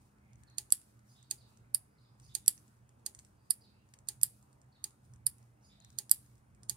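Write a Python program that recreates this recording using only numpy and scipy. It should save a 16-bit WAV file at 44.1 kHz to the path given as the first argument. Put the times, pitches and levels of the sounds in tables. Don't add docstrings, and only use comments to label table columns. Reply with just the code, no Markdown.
import sys
import numpy as np
from scipy import signal
from scipy.io import wavfile
from scipy.ndimage import uniform_filter1d

SR = 44100
rng = np.random.default_rng(int(sys.argv[2]) if len(sys.argv) > 2 else 0)


def nominal_scale(level):
    x = np.asarray(level, float) / 20
    return 10 ** x


def dump(signal):
    limited = np.clip(np.atleast_2d(signal).T, -1, 1)
    pcm = np.round(limited * 32767).astype(np.int16)
    wavfile.write(sys.argv[1], SR, pcm)


N = 298116
SHORT, LONG, GAP = 512, 3000, 12
LEFT_LAG_SAMPLES = 10


def evened(x):
    return x / np.sqrt(np.mean(x ** 2) + 1e-20)


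def read(points, hz):
    f, value = np.transpose(points)
    return np.interp(np.log(hz + 1), np.log(f + 1), value)


def add(mix, s, sound, pan_db):
    for side, lag in ((0, LEFT_LAG_SAMPLES), (1, 0)):
        part = mix[side, round(s * SR) + lag:][:len(sound)]
        part += sound[:len(part)] * nominal_scale(pan_db * (.5 - side))


def causal(points):
    hz = abs(np.fft.fftfreq(4 * SHORT, 1 / SR))
    log_gain = np.log(nominal_scale(read(points, hz)))
    click = np.fft.ifft(np.exp(np.conj(signal.hilbert(log_gain)))).real[:SHORT]
    return click / abs(click).max()


def resonate(x, hz, width_hz):
    r = np.exp(-np.pi * width_hz / SR)
    return 2 * signal.lfilter([1 - r], [1, -r * np.exp(2j * np.pi * hz / SR)], x + 0j).real


def rung(modes, t):
    return sum(nominal_scale(db - 60 * t / t60) * np.sin(2 * np.pi * hz * t) for hz, db, t60 in modes)


def tail(decays, start_s):
    uneven_db = 5
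    taps = np.zeros((2, SR // 2))
    at = np.arange(0, SR // 2 - GAP, GAP)
    at = at + rng.integers(0, GAP, (2, len(at)))
    strength = rng.choice([-1., 1.], at.shape) * nominal_scale(uneven_db * rng.standard_normal(at.shape))
    onset = np.clip(at / SR / start_s - 1, 0, 1)
    np.put_along_axis(taps, at, strength * onset, 1)
    hz, t, z = signal.stft(taps, SR, nperseg=128)
    decay = nominal_scale(-60 * t / read(decays, hz)[:, None])
    taps = signal.istft(z * decay, SR, nperseg=128)[1]
    return taps / np.linalg.norm(taps[0])


def swells(rows, rise_db_per_s, fall_db_per_s, rest_db):
    t = np.arange(0, N + SHORT, GAP) / SR
    peaks = [db - np.maximum(rise_db_per_s * (s - t), fall_db_per_s * (t - s)) for s, db in rows]
    return np.repeat(np.maximum(np.max(peaks, axis=0), rest_db), GAP)[:N]


# (time [s], level [dB])
SURGES = [(0.0, 1), (.33, 9), (.65, 6), (.95, 5.5), (1.33, 7.5), (1.66, 9), (2.25, 10.5), (2.6, 3),
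          (3.0, 4), (3.7, 4.5), (4.15, 8), (4.65, 4.5), (5.1, 10.5), (5.42, 7.5), (5.85, 6.5), (6.24, 10.5),
          (6.57, 11.5)]


def load_db():
    level_db = swells(SURGES, rise_db_per_s=80, fall_db_per_s=34.5, rest_db=1.5)
    return level_db - level_db.mean()


# (frequency [Hz], level [dB per Hz])
AIR = [(21, -40), (35, -16), (65, -2), (127, -1.5), (168, -8.5), (218, -8.5), (305, -19.5), (346, -16.5),
       (484, -19.5), (853, -18.5), (2000, -27.5), (3260, -37.5), (5740, -41.5), (9610, -38), (11500, -44.5),
       (15300, -40), (16500, -43)]
# (frequency [Hz], left-right likeness [-1..1])
LIKENESS = [(60, 0.93), (130, 0.92), (290, 0.85), (640, 0.35), (1410, 0.0011), (3100, -1.7), (6820, 0.44),
            (15000, -0.02)]
# (frequency [Hz], left over right [dB])
LEAN = [(60, 0), (150, -1.5), (380, 2), (950, -1), (2380, 0), (5980, -2.5), (15000, -3)]
# (frequency [Hz], left lead [rad])
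LEAD = [(20, -0.3), (70, -.3), (150, -.3), (300, -.6), (600, -2), (3620, -9.5), (7060, -14), (14200, -10)]


def air():
    level_db, patch_db = -66, 1.8
    frames, hz = N // SHORT + 5, np.fft.rfftfreq(4 * SHORT, 1 / SR)
    a, b, c, d, patches = rng.standard_normal((frames, len(hz), 5)).T
    patches = uniform_filter1d(patches, size=20, axis=0)
    patches = evened(uniform_filter1d(patches, size=8, axis=1))
    same = np.clip(read(LIKENESS, hz), -1, 1)[:, None]
    left = a + 1j * b
    right = same * left + np.sqrt(1 - same ** 2) * (c + 1j * d)
    z = np.array([left, right])
    z[0] *= (nominal_scale(read(LEAN, hz)) * np.exp(1j * read(LEAD, hz)))[:, None]
    swell_db = load_db()[np.minimum(np.arange(frames) * SHORT, N - 1)]
    motor_share = read([(110, 0.8), (400, 0.0), (2000, 0.059)], hz)[:, None]
    colour_db = read(AIR, hz) + read([(2500, 3.0), (5000, -6.5)], hz)
    z *= nominal_scale(colour_db[:, None] + patch_db * patches + motor_share * swell_db)
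    noise = signal.istft(z, nperseg=4 * SHORT, noverlap=3 * SHORT)[1][:, :N]
    return nominal_scale(level_db) * evened(noise)


# (frequency [Hz], width [Hz], level [dB])
HUM = [(118.2, 4.9, -69), (128.35, 5.1, -72), (205.5, 9.9, -83), (238.4, 6, -90.5), (296.8, 13, -88),
       (9500, 90, -107)]


def hum():
    swell_db = load_db()
    t, out = np.arange(N) / SR, np.zeros(N)
    for hz, width_hz, db in HUM:
        waver = resonate(rng.standard_normal(N), hz, width_hz)
        waver = evened(resonate(waver, hz, width_hz))
        steady = np.sin(2 * np.pi * (hz * t + rng.random()))
        line = steady + (0.99 + 1.1 * (hz > 150)) * waver
        out += nominal_scale(db - 2.0 + 1.2 * (hz < 150) * swell_db) * line
    return out * nominal_scale(np.array([[-1.2], [1.2]]))


# (delay [s], length [s], start [x pitch], end [x pitch], level [dB])
CHIRRUP = [(0.01, 0.053, 1, 1.09, -1), (.068, 0.059, .755, .85, 0.5), (-.015, 0.035, 0.52, 3, -9),
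           (-0.0043, 0.047, 1.1, 1.6, -3.5), (0.018, .045, 1.4, 1.5, -7.5)]
CHEEP = [(0, 0.026, 1, 1, -0.94), (0.026, .034, 0.97, .76, -3.5)]
FALL = [(0.003, 0.03, 0.95, .78, -4.5)]
PEEP = [(0.0012, 0.17, 0.91, 0.99, 0.0049)]
# (time [s], pitch [Hz], level [dB])
CHIRRUPS = [(1.078, 4670, -73), (2.215, 4590, -70), (5.62, 4656, -72.5)]
CHEEPS = [(1.375, 4750, -67.5), (3.604, 4750, -68.5), (4.718, 4480, -74)]
FALLS = [(.463, 4910, -68.5), (1.22, 5440, -72.5), (1.972, 4740, -73.5), (2.035, 4274, -76.5),
         (5.8, 4600, -65.5)]
PEEPS = [(.18, 2286, -83.5), (.34, 1822, -83), (3.69, 2900, -88), (1.41, 2740, -90), (1.87, 5200, -90),
         (1.95, 5066, -84.5), (3.34, 5050, -89.5)]


def sparrows():
    wobble_hz, third_db = 139.64, -3.5
    dry, rasp = np.zeros((2, N)), rng.standard_normal((2, N))
    breath, hoarse = evened(resonate(rasp[0], 0, 430)), evened(resonate(rasp[1], 0, 900))
    songs = ((CHIRRUPS, CHIRRUP, 3.0), (CHEEPS, CHEEP, -22), (FALLS, FALL, -20), (PEEPS, PEEP, -30))
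    for calls, notes, over_db in songs:
        for start, pitch_hz, db in calls:
            for delay, length, first, last, note_db in notes:
                s = start + delay
                hz = pitch_hz * np.linspace(first, last, round(length * SR))
                now = slice(round(s * SR), round(s * SR) + len(hz))
                phase = 2 * np.pi * np.cumsum(hz + wobble_hz * hoarse[now]) / SR
                partials = np.sin(2 * phase) + nominal_scale(third_db) * (first < .8) * np.sin(3 * phase)
                over_gain = nominal_scale(over_db) * first ** 5 * (first < 1.1)
                overtone = over_gain * (.5 + 0.31 * hoarse[now]) * partials
                note = (1 + 0.66 * breath[now]) * np.sin(phase) + overtone
                note = note * signal.windows.tukey(len(hz), .6)
                add(dry, s, nominal_scale(db + note_db) * note, -2.5)
    yard = tail([(3000, 0.66), (10000, 0.23)], start_s=0.0072)
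    return 1.08 * dry + nominal_scale(1.04) * signal.fftconvolve(dry, yard, axes=1)[:, :N]


# (time [s], level [dB])
GRIPS = [(0.02, -80), (.4, -83), (1.1, -77), (1.5, -79.5), (2.24, -77.5), (3.0, -85), (3.2, -78),
         (3.46, -82.5), (3.9, -84), (4.5, -83.5), (5.05, -82), (5.4, -81.5), (5.9, -79), (6.5, -89)]


def gate_db():
    shut_db, open_db, reach_db = -88, -80, -68
    rise_db_per_s, fall_db_per_s = 143, 52
    strokes = [(s, db + reach_db) for s, db, *_ in PRESSES + LATCHING + RELATCHING + FREEING]
    sprung = swells(strokes, 3000, fall_db_per_s, shut_db)
    gripped = swells(GRIPS, rise_db_per_s, fall_db_per_s, shut_db)
    return np.minimum(np.maximum(sprung, gripped), open_db)


# (frequency [Hz], level [dB])
RUSTLE_COLOUR = [(2000, -13.5), (4500, -4.5), (7000, -3), (9600, -1.5), (12000, -9.5), (15600, -7.5),
                 (16200, -32)]


def rustle():
    graininess_db = 1.3 * evened(resonate(rng.standard_normal(N), 0, 300))
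    grains = rng.standard_normal((2, N)) * nominal_scale(graininess_db)
    hiss = signal.fftconvolve(grains, causal(RUSTLE_COLOUR)[None], axes=1)[:, :N]
    return nominal_scale(gate_db() + 4.0) * evened(hiss)


# (time [s], level [dB])
SPRING = [(.3, -92), (.48, -90), (2.95, -88), (3.42, -88), (3.87, -89), (4.33, -89), (4.97, -90),
          (5.06, -82), (5.11, -83), (5.5, -89), (6.44, -86), (6.48, -89)]


def spring():
    hz, width_hz = 9500, 600
    rub = [resonate(resonate(row, hz, width_hz), hz, width_hz) for row in rng.standard_normal((2, N))]
    level_db = swells(SPRING, rise_db_per_s=300, fall_db_per_s=120, rest_db=-106.0)
    return nominal_scale(level_db) * evened(np.array(rub))


# (time [s], peak level [dB], left-right [dB], centre [Hz])
TICKS = [(0.3325, -57, -2, 4500), (0.3568, -62, 4.5, 7400), (0.435, -52.5, 5.5, 8850),
         (0.4997, -58, -4, 5530), (0.816, -52.5, -14.5, 9060), (0.9925, -62, -10.5, 8660),
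         (1.228, -50.5, -4, 6780), (1.5728, -55.5, -8, 6280), (2.1991, -49.5, 0, 7850),
         (2.2505, -58, -9, 10000), (2.578, -51.5, -14, 6240), (2.68, -56, 0, 7920),
         (2.892, -53, -3.5, 9500), (3.149, -39, -5, 8700), (3.1897, -42.5, 2.5, 7800),
         (3.249, -47.5, -7, 7980), (3.8896, -62.5, 5, 7400), (3.9382, -42, -1, 8240),
         (3.9884, -49, -2, 5610), (4.4273, -56, -8.5, 8800), (4.529, -58, -5.5, 8880),
         (4.6161, -54.5, -7.5, 8580), (5.137, -49.5, -5, 7930), (5.1602, -59.5, 0.5, 8000),
         (5.3827, -56, -8.5, 9800), (5.8018, -55.5, 6, 7000), (5.8217, -62.5, 4.5, 4520),
         (5.847, -47.5, 4, 4070), (5.928, -58, -0.5, 6100), (5.428, -60.5, -5, 12000),
         (2.768, -69, -5, 7600), (2.79, -70, 2, 3800), (2.996, -65.5, -3, 7550), (3.197, -48.5, -13, 7860),
         (5.903, -50.5, 6.5, 5520), (6.262, -59, -5, 4500), (6.355, -59, -5, 9000), (6.38, -63, -5, 8900),
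         (4.907, -57, -4, 7600), (5.051, -62, -4, 8800), (4.073, -54, -4, 6000), (.184, -66, -1.5, 2100),
         (6.6905, -48, -3, 8000), (6.5484, -60.5, -8.5, 8470), (6.6328, -45, -9, 8730)]
# (frequency [Hz], level [dB])
TICK_COLOUR = [(800, -25), (1700, -4.5), (2500, -7), (3400, -12), (6000, -2), (8700, -1), (12000, -14),
               (16500, -32)]


def ticks():
    catch_s, catch_db, catch_hz = .0178, -33, 4999
    out, t, colour = np.zeros((3, N)), np.arange(SHORT) / SR, causal(TICK_COLOUR)
    catches = [(s - catch_s, db + catch_db, pan_db + 2.0, catch_hz)
               for s, db, pan_db, *_ in LATCHING + RELATCHING]
    for s, db, pan_db, hz in TICKS + catches:
        chatter = 0.28 * rng.standard_normal(SHORT) * nominal_scale(-60 * t / 0.013)
        chatter[0] = 1
        slips = np.convolve(chatter, colour)
        slips = slips + .7 * resonate(slips, hz, 900)
        slips = slips + .6 * resonate(slips, rng.uniform(3000, 11000), 700)
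        add(out, s, nominal_scale(db) * slips / abs(slips).max(), pan_db)
    out[2] = out[1]
    return out


# (frequency [Hz], level [dB], t60 [s])
BOARD = [(1110, -7.5, 0.017), (1343, 1, 0.034), (1748, 2, 0.054), (1930, .3, 0.07), (2380, -6, 0.056)]


def switch(strokes, snaps, body, colour, slide_s, spread_db, knock=(), knock_s=0.00056):
    grip_share = 0.38
    crack_db, switch_db = 10.5, -1.08
    crack_tilt = .6
    snap_spread_db, stroke_spread_db, loose = 3, 3, 0.31
    lead_pan_db = -11
    board_db, board_share = -47, 0.33
    out, t, slow = np.zeros((3, N)), np.arange(LONG // 2) / SR, np.arange(LONG) / SR
    hz, mode_db, t60 = np.transpose(body)
    t60 = grip_share * np.minimum(t60, .05)
    small = signal.butter(2, 2600, "high", fs=SR, output="sos")
    thin = signal.butter(1, 1300, "high", fs=SR)
    even = causal([(f, 0.46 * db) for f, db in colour])
    board = rung(BOARD, slow) * np.minimum(slow / 0.003, 1)
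    board = board / abs(board).max()
    thump = rung(knock, slow) * np.minimum(slow / knock_s, 1)
    mean_db = np.mean(strokes, axis=0)[1]
    fade = np.exp(-t[:SHORT] / slide_s)
    habits = rng.standard_normal((len(snaps), 2 * len(hz) + SHORT))
    for s, db, pan_db, bright_db, lead_db in strokes:
        crack = causal([(f, level + crack_tilt * bright_db * np.log2(f / 8000)) for f, level in colour])
        stroke = np.zeros((2, 2 * LONG))
        for (ms, snap_db), habit in zip(snaps, habits):
            struck_db = mode_db + bright_db * np.log2(hz / 8000) + snap_spread_db * habit[:len(hz)]
            struck_db = struck_db + stroke_spread_db * rng.standard_normal(len(hz))
            ring = rung(zip(hz * (1 + 0.0024 * habit[len(hz):-SHORT]), struck_db, t60), t)
            ring = signal.sosfilt(small, ring * (1 - np.exp(-t / slide_s)))
            chatter = 0.48 * (habit[-SHORT:] + loose * rng.standard_normal(SHORT)) * fade
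            chatter[0] = 1
            slide = signal.lfilter(*thin, np.convolve(chatter, crack))
            ring = ring / abs(ring).max()
            ring[:len(slide)] += nominal_scale(crack_db) * slide / abs(slide).max()
            at = 2 * SHORT + round(ms * SR / 1000)
            stroke[int(ms < 0), at:at + len(t)] += nominal_scale(snap_db + lead_db * (ms < 0)) * ring
        stroke = nominal_scale(db + switch_db) * stroke / abs(stroke).max()
        start_s = s - 2 * SHORT / SR
        add(out, start_s, stroke[0], pan_db - 6.0)
        add(out, start_s, stroke[1] * nominal_scale(lead_pan_db / 2), pan_db - 5.5 + lead_pan_db)
        smooth = signal.lfilter(*thin, even)
        out[2, round(s * SR):][:SHORT] += nominal_scale(db + switch_db + spread_db - 6.5) * smooth
        add(out, s + knock_s, nominal_scale(0.21 * (db - mean_db)) * thump, -4.0)
        add(out, s, nominal_scale(board_db + board_share * db) * board, -5.0)
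    return out


# (time [s], peak level [dB], left-right [dB], brightness [dB/octave], lead-in [dB])
PRESSES = [(0.5820, -18, -4, 0.5, 0), (1.3097, -17.5, -4, -1, 2), (2.3501, -17, -7.5, 0.7, 0),
           (3.0617, -21, -6, 1.5, -3), (4.0860, -18.5, -4, .5, 0), (4.8405, -21, -3, -2, -8),
           (5.9858, -19, -4, -0.5, 1.5), (6.6951, -16.5, -5.5, 1, -3)]
# (time [ms], level [dB])
PRESS_SNAPS = [(-8.5, -35), (-4.5, -33), (-2.6, -29), (-1.2, -26), (-.3, -24), (.4, -12), (.85, 0),
               (1.8, -4), (2.6, -12), (4.2, -13), (5.6, -15), (7.4, -22), (9.6, -23), (11, -24)]
# (frequency [Hz], level [dB], t60 [s])
PRESS_BODY = [(2555, -5, 0.098), (3442, -16, 0.074), (3770, -6, 0.039), (4500, -4, 0.024),
              (4820, 3.5, 0.092), (5510, -9, 0.015), (6578, 2, 0.03), (7300, 1.5, 0.022),
              (8750, -16, 0.014), (8700, -26, 0.018), (9460, 2, 0.034), (10300, -21, 0.016),
              (11800, -3, 0.033), (14500, -9, 0.033)]
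# (frequency [Hz], level [dB])
PRESS_CRACK = [(410, -67), (700, -40.5), (1800, -31), (2700, -22), (3400, -19), (4900, -4), (5810, -19),
               (6630, .5), (7770, -11), (8410, -3.5), (9600, -1), (10300, -8), (11100, -14), (11800, -8),
               (13300, -27), (15200, -19), (16500, -38.5)]
# (frequency [Hz], level [dB], t60 [s])
KNOCK = [(328.6, -65, 0.12), (396, -65, 0.24), (540, -69, 0.038), (782, -62, 0.056), (847, -61, 0.11),
         (929, -67, 0.055)]


def presses():
    return switch(PRESSES, PRESS_SNAPS, PRESS_BODY, PRESS_CRACK, slide_s=0.0007, spread_db=12.3,
                  knock=KNOCK, knock_s=0.00597)


# (time [s], peak level [dB], left-right [dB], brightness [dB/octave], lead-in [dB])
LATCHING = [
    (0.7223, -3, -0.5, -.7, -3),
    (2.4793, -2, -2.5, -.3, -5),
]
# (time [ms], level [dB])
LATCH_SNAPS = [(-17.8, -31), (-16.3, -31), (-8.8, -36), (-6, -33), (-4, -35), (-2.5, -31), (-1, -28),
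               (.6, -2), (1.0, 0), (1.75, -13), (2.45, -11), (3.25, -13), (4.6, -20), (6.6, -22),
               (8.4, -29)]
# (frequency [Hz], level [dB], t60 [s])
LATCH_BODY = [(1760, -32.5, 0.062), (2370, -32.5, 0.065), (3305, -21.5, .03), (4750, -10.5, .05),
              (5271, -25, .03), (7100, -12.5, 0.031), (8560, -3, 0.044), (9074, -9, 0.025),
              (9684, -8.5, 0.024), (10050, -10, .03), (11000, 4.5, .05), (11550, -11, .03),
              (12000, -13, .03), (14850, -26.5, .02)]
# (frequency [Hz], level [dB])
LATCH_CRACK = [(410, -69.5), (700, -44.5), (2600, -37), (3300, -24), (3900, -28.5), (4400, -21), (4760, -7),
               (5200, -19), (5800, -21), (6500, -30.5), (7170, -13), (8800, -2), (9400, -8), (10300, -3),
               (11000, 2.5), (11700, -8), (13000, -21), (15200, -29), (16500, -45)]
# (frequency [Hz], level [dB], t60 [s])
THUD = [(420, -61.5, .04), (573, -58.5, 0.042), (700, -62, .03), (830, -61.5, 0.076), (1330, -61, .05)]


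def latches():
    return switch(LATCHING, LATCH_SNAPS, LATCH_BODY, LATCH_CRACK, slide_s=0.00016, spread_db=2.8, knock=THUD)


# (time [s], peak level [dB], left-right [dB], brightness [dB/octave], lead-in [dB])
RELATCHING = [
    (4.2318, -4.5, -2, .3, .3),
    (6.1128, -2.8, -2, .3, -4),
]
# (time [ms], level [dB])
RELATCH_SNAPS = [(-17.3, -32), (-15.8, -31), (-8.8, -33), (-6, -32), (-4, -35), (-2.5, -31), (-1, -26),
                 (.6, -1), (1.0, -1), (1.4, -1), (2.7, -11), (3.1, -9), (3.45, -11), (4.6, -20), (6.3, -22),
                 (7.6, -29)]
# (frequency [Hz], level [dB], t60 [s])
RELATCH_BODY = [(1920, -24.5, 0.07), (2800, -40, 0.045), (3400, -21.5, 0.038), (4750, -11, .05),
                (5240, -18, .03), (7330, -12, 0.029), (8220, -3, 0.043), (8800, -4, .03), (9290, -5, 0.034),
                (10800, -4, 0.025), (11700, -6, 0.05), (11850, -3, 0.026), (11560, -14.5, .03),
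                (14700, -24.5, .02)]
# (frequency [Hz], level [dB])
RELATCH_CRACK = [(410, -72), (700, -47), (2600, -38), (3900, -27), (4400, -22), (4760, -9), (5200, -21),
                 (6600, -30), (7300, -13), (9600, -1.5), (11000, -5), (11800, -2.5), (13000, -22),
                 (14900, -19), (16500, -40)]


def relatches():
    return switch(RELATCHING, RELATCH_SNAPS, RELATCH_BODY, RELATCH_CRACK, slide_s=0.00032, spread_db=4.5,
                  knock=THUD)


# (time [s], peak level [dB], left-right [dB], brightness [dB/octave], lead-in [dB])
FREEING = [
    (1.7455, -12, -6, .3, -1.5),
    (3.506, -11, -6.5, .7, 1.5),
    (5.2656, -11, -5.5, 1.5, 1.5),
]
# (time [ms], level [dB])
FREE_SNAPS = [(-5.5, -40), (-4, -36), (-2.4, -23), (-.9, -28), (.4, -3), (.75, 0), (1.15, -4), (2.0, -11),
              (2.55, -6), (2.95, -9), (4.3, -22), (7.3, -23), (5.6, -28)]
# (frequency [Hz], level [dB], t60 [s])
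FREE_BODY = [(1943, -27, 0.046), (2680, -29.5, .04), (3442, -27.5, .03), (4750, -5, 0.025),
             (5200, -22, 0.054), (7400, -24, 0.047), (8030, -14.5, 0.011), (8790, -3, 0.012),
             (9500, -8.5, 0.012), (10600, -18.5, 0.01), (11060, -6, 0.026), (11280, -10, 0.047),
             (12120, -14.5, 0.0098), (15500, -21, 0.032)]
# (frequency [Hz], level [dB])
FREE_CRACK = [(410, -66), (700, -35), (1550, -37.5), (4000, -30), (4450, -18), (4800, -5), (5200, -17),
              (5800, -33), (6500, -33), (7200, -21.5), (8080, -11.5), (8980, -1), (11100, -1), (12500, -15),
              (13800, -28), (15000, -19), (16500, -34.5)]


def releases():
    return switch(FREEING, FREE_SNAPS, FREE_BODY, FREE_CRACK, slide_s=0.00045, spread_db=5.5)


# (delay [ms], left [dB], right [dB])
BENCH = [(1.1026, -16.5, -17), (3.39, -21, -23), (5.205, -27, -26.5), (9.34, -19.5, -31.5),
         (10.66, -33, -33.5), (14.51, -29.5, -30.5), (18.326, -37, -33), (23.6, -36.5, -37),
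         (25.6, -39.5, -34), (31.3, -41, -34), (34.5, -43.5, -41)]
# (frequency [Hz], t60 [s])
ROOM = [(500, 0.18), (2000, 0.21), (5000, 0.15), (10500, 0.235), (13000, .13), (16500, 0.18)]


def echoes(direct, spread):
    bench = np.zeros((2, LONG))
    for ms, left_db, right_db in BENCH:
        bench[:, round(ms * SR / 1000)] += nominal_scale(np.array([left_db, right_db]))
    walls = nominal_scale(-12.0) * tail(ROOM, start_s=0.0023)
    walls += nominal_scale(-34.5) * tail([(1000, 0.44), (10000, 0.51)], start_s=0.048)
    near = signal.fftconvolve(direct[1:], bench, axes=1)[:, :N]
    return near + signal.fftconvolve(spread, walls, axes=1)[:, :N]


# (frequency [Hz], gain [dB])
LEFT_PORT = [(1000, 0), (3800, 4), (4800, 0.5), (5800, 1), (6500, 7), (9000, -1.5), (9400, -9), (9800, -3),
             (11200, 2), (14000, 4), (15600, 6.5)]
# (frequency [Hz], gain [dB])
RIGHT_PORT = [(1000, -2), (3800, -1), (4900, 0.3), (6500, 1), (8700, -0.15), (11500, 1), (14000, -2.2)]


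def ported(x):
    taps = []
    for port in (LEFT_PORT, RIGHT_PORT):
        tap = causal(port)
        taps.append(tap * nominal_scale(port[0][1]) / tap.sum())
    return signal.oaconvolve(x, np.array(taps), axes=1)[:, :N]


def scene():
    near = presses() + latches() + relatches() + releases() + ticks()
    direct, spread = near[:2], near[2:]
    diffuse = air() + hum() + sparrows() + rustle() + spring() + echoes(direct, spread)
    dulled = signal.firwin(255, 15850, window=("kaiser", 8), fs=SR)
    return ported(direct) + signal.oaconvolve(diffuse, dulled[None], "same")


def top_cut(x):
    return signal.sosfilt(signal.butter(12, 16800, fs=SR, output="sos"), x)


def record(dry):
    cut = signal.sosfilt(signal.butter(3, 48, "high", fs=SR, output="sos"), dry)
    limited = np.clip(cut, -.96, .96)
    edge = signal.firwin(255, 16450, window=("kaiser", 12), fs=SR)
    return top_cut(signal.oaconvolve(limited, edge[None], "same"))


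dry = scene()
out = record(dry)
dump(out)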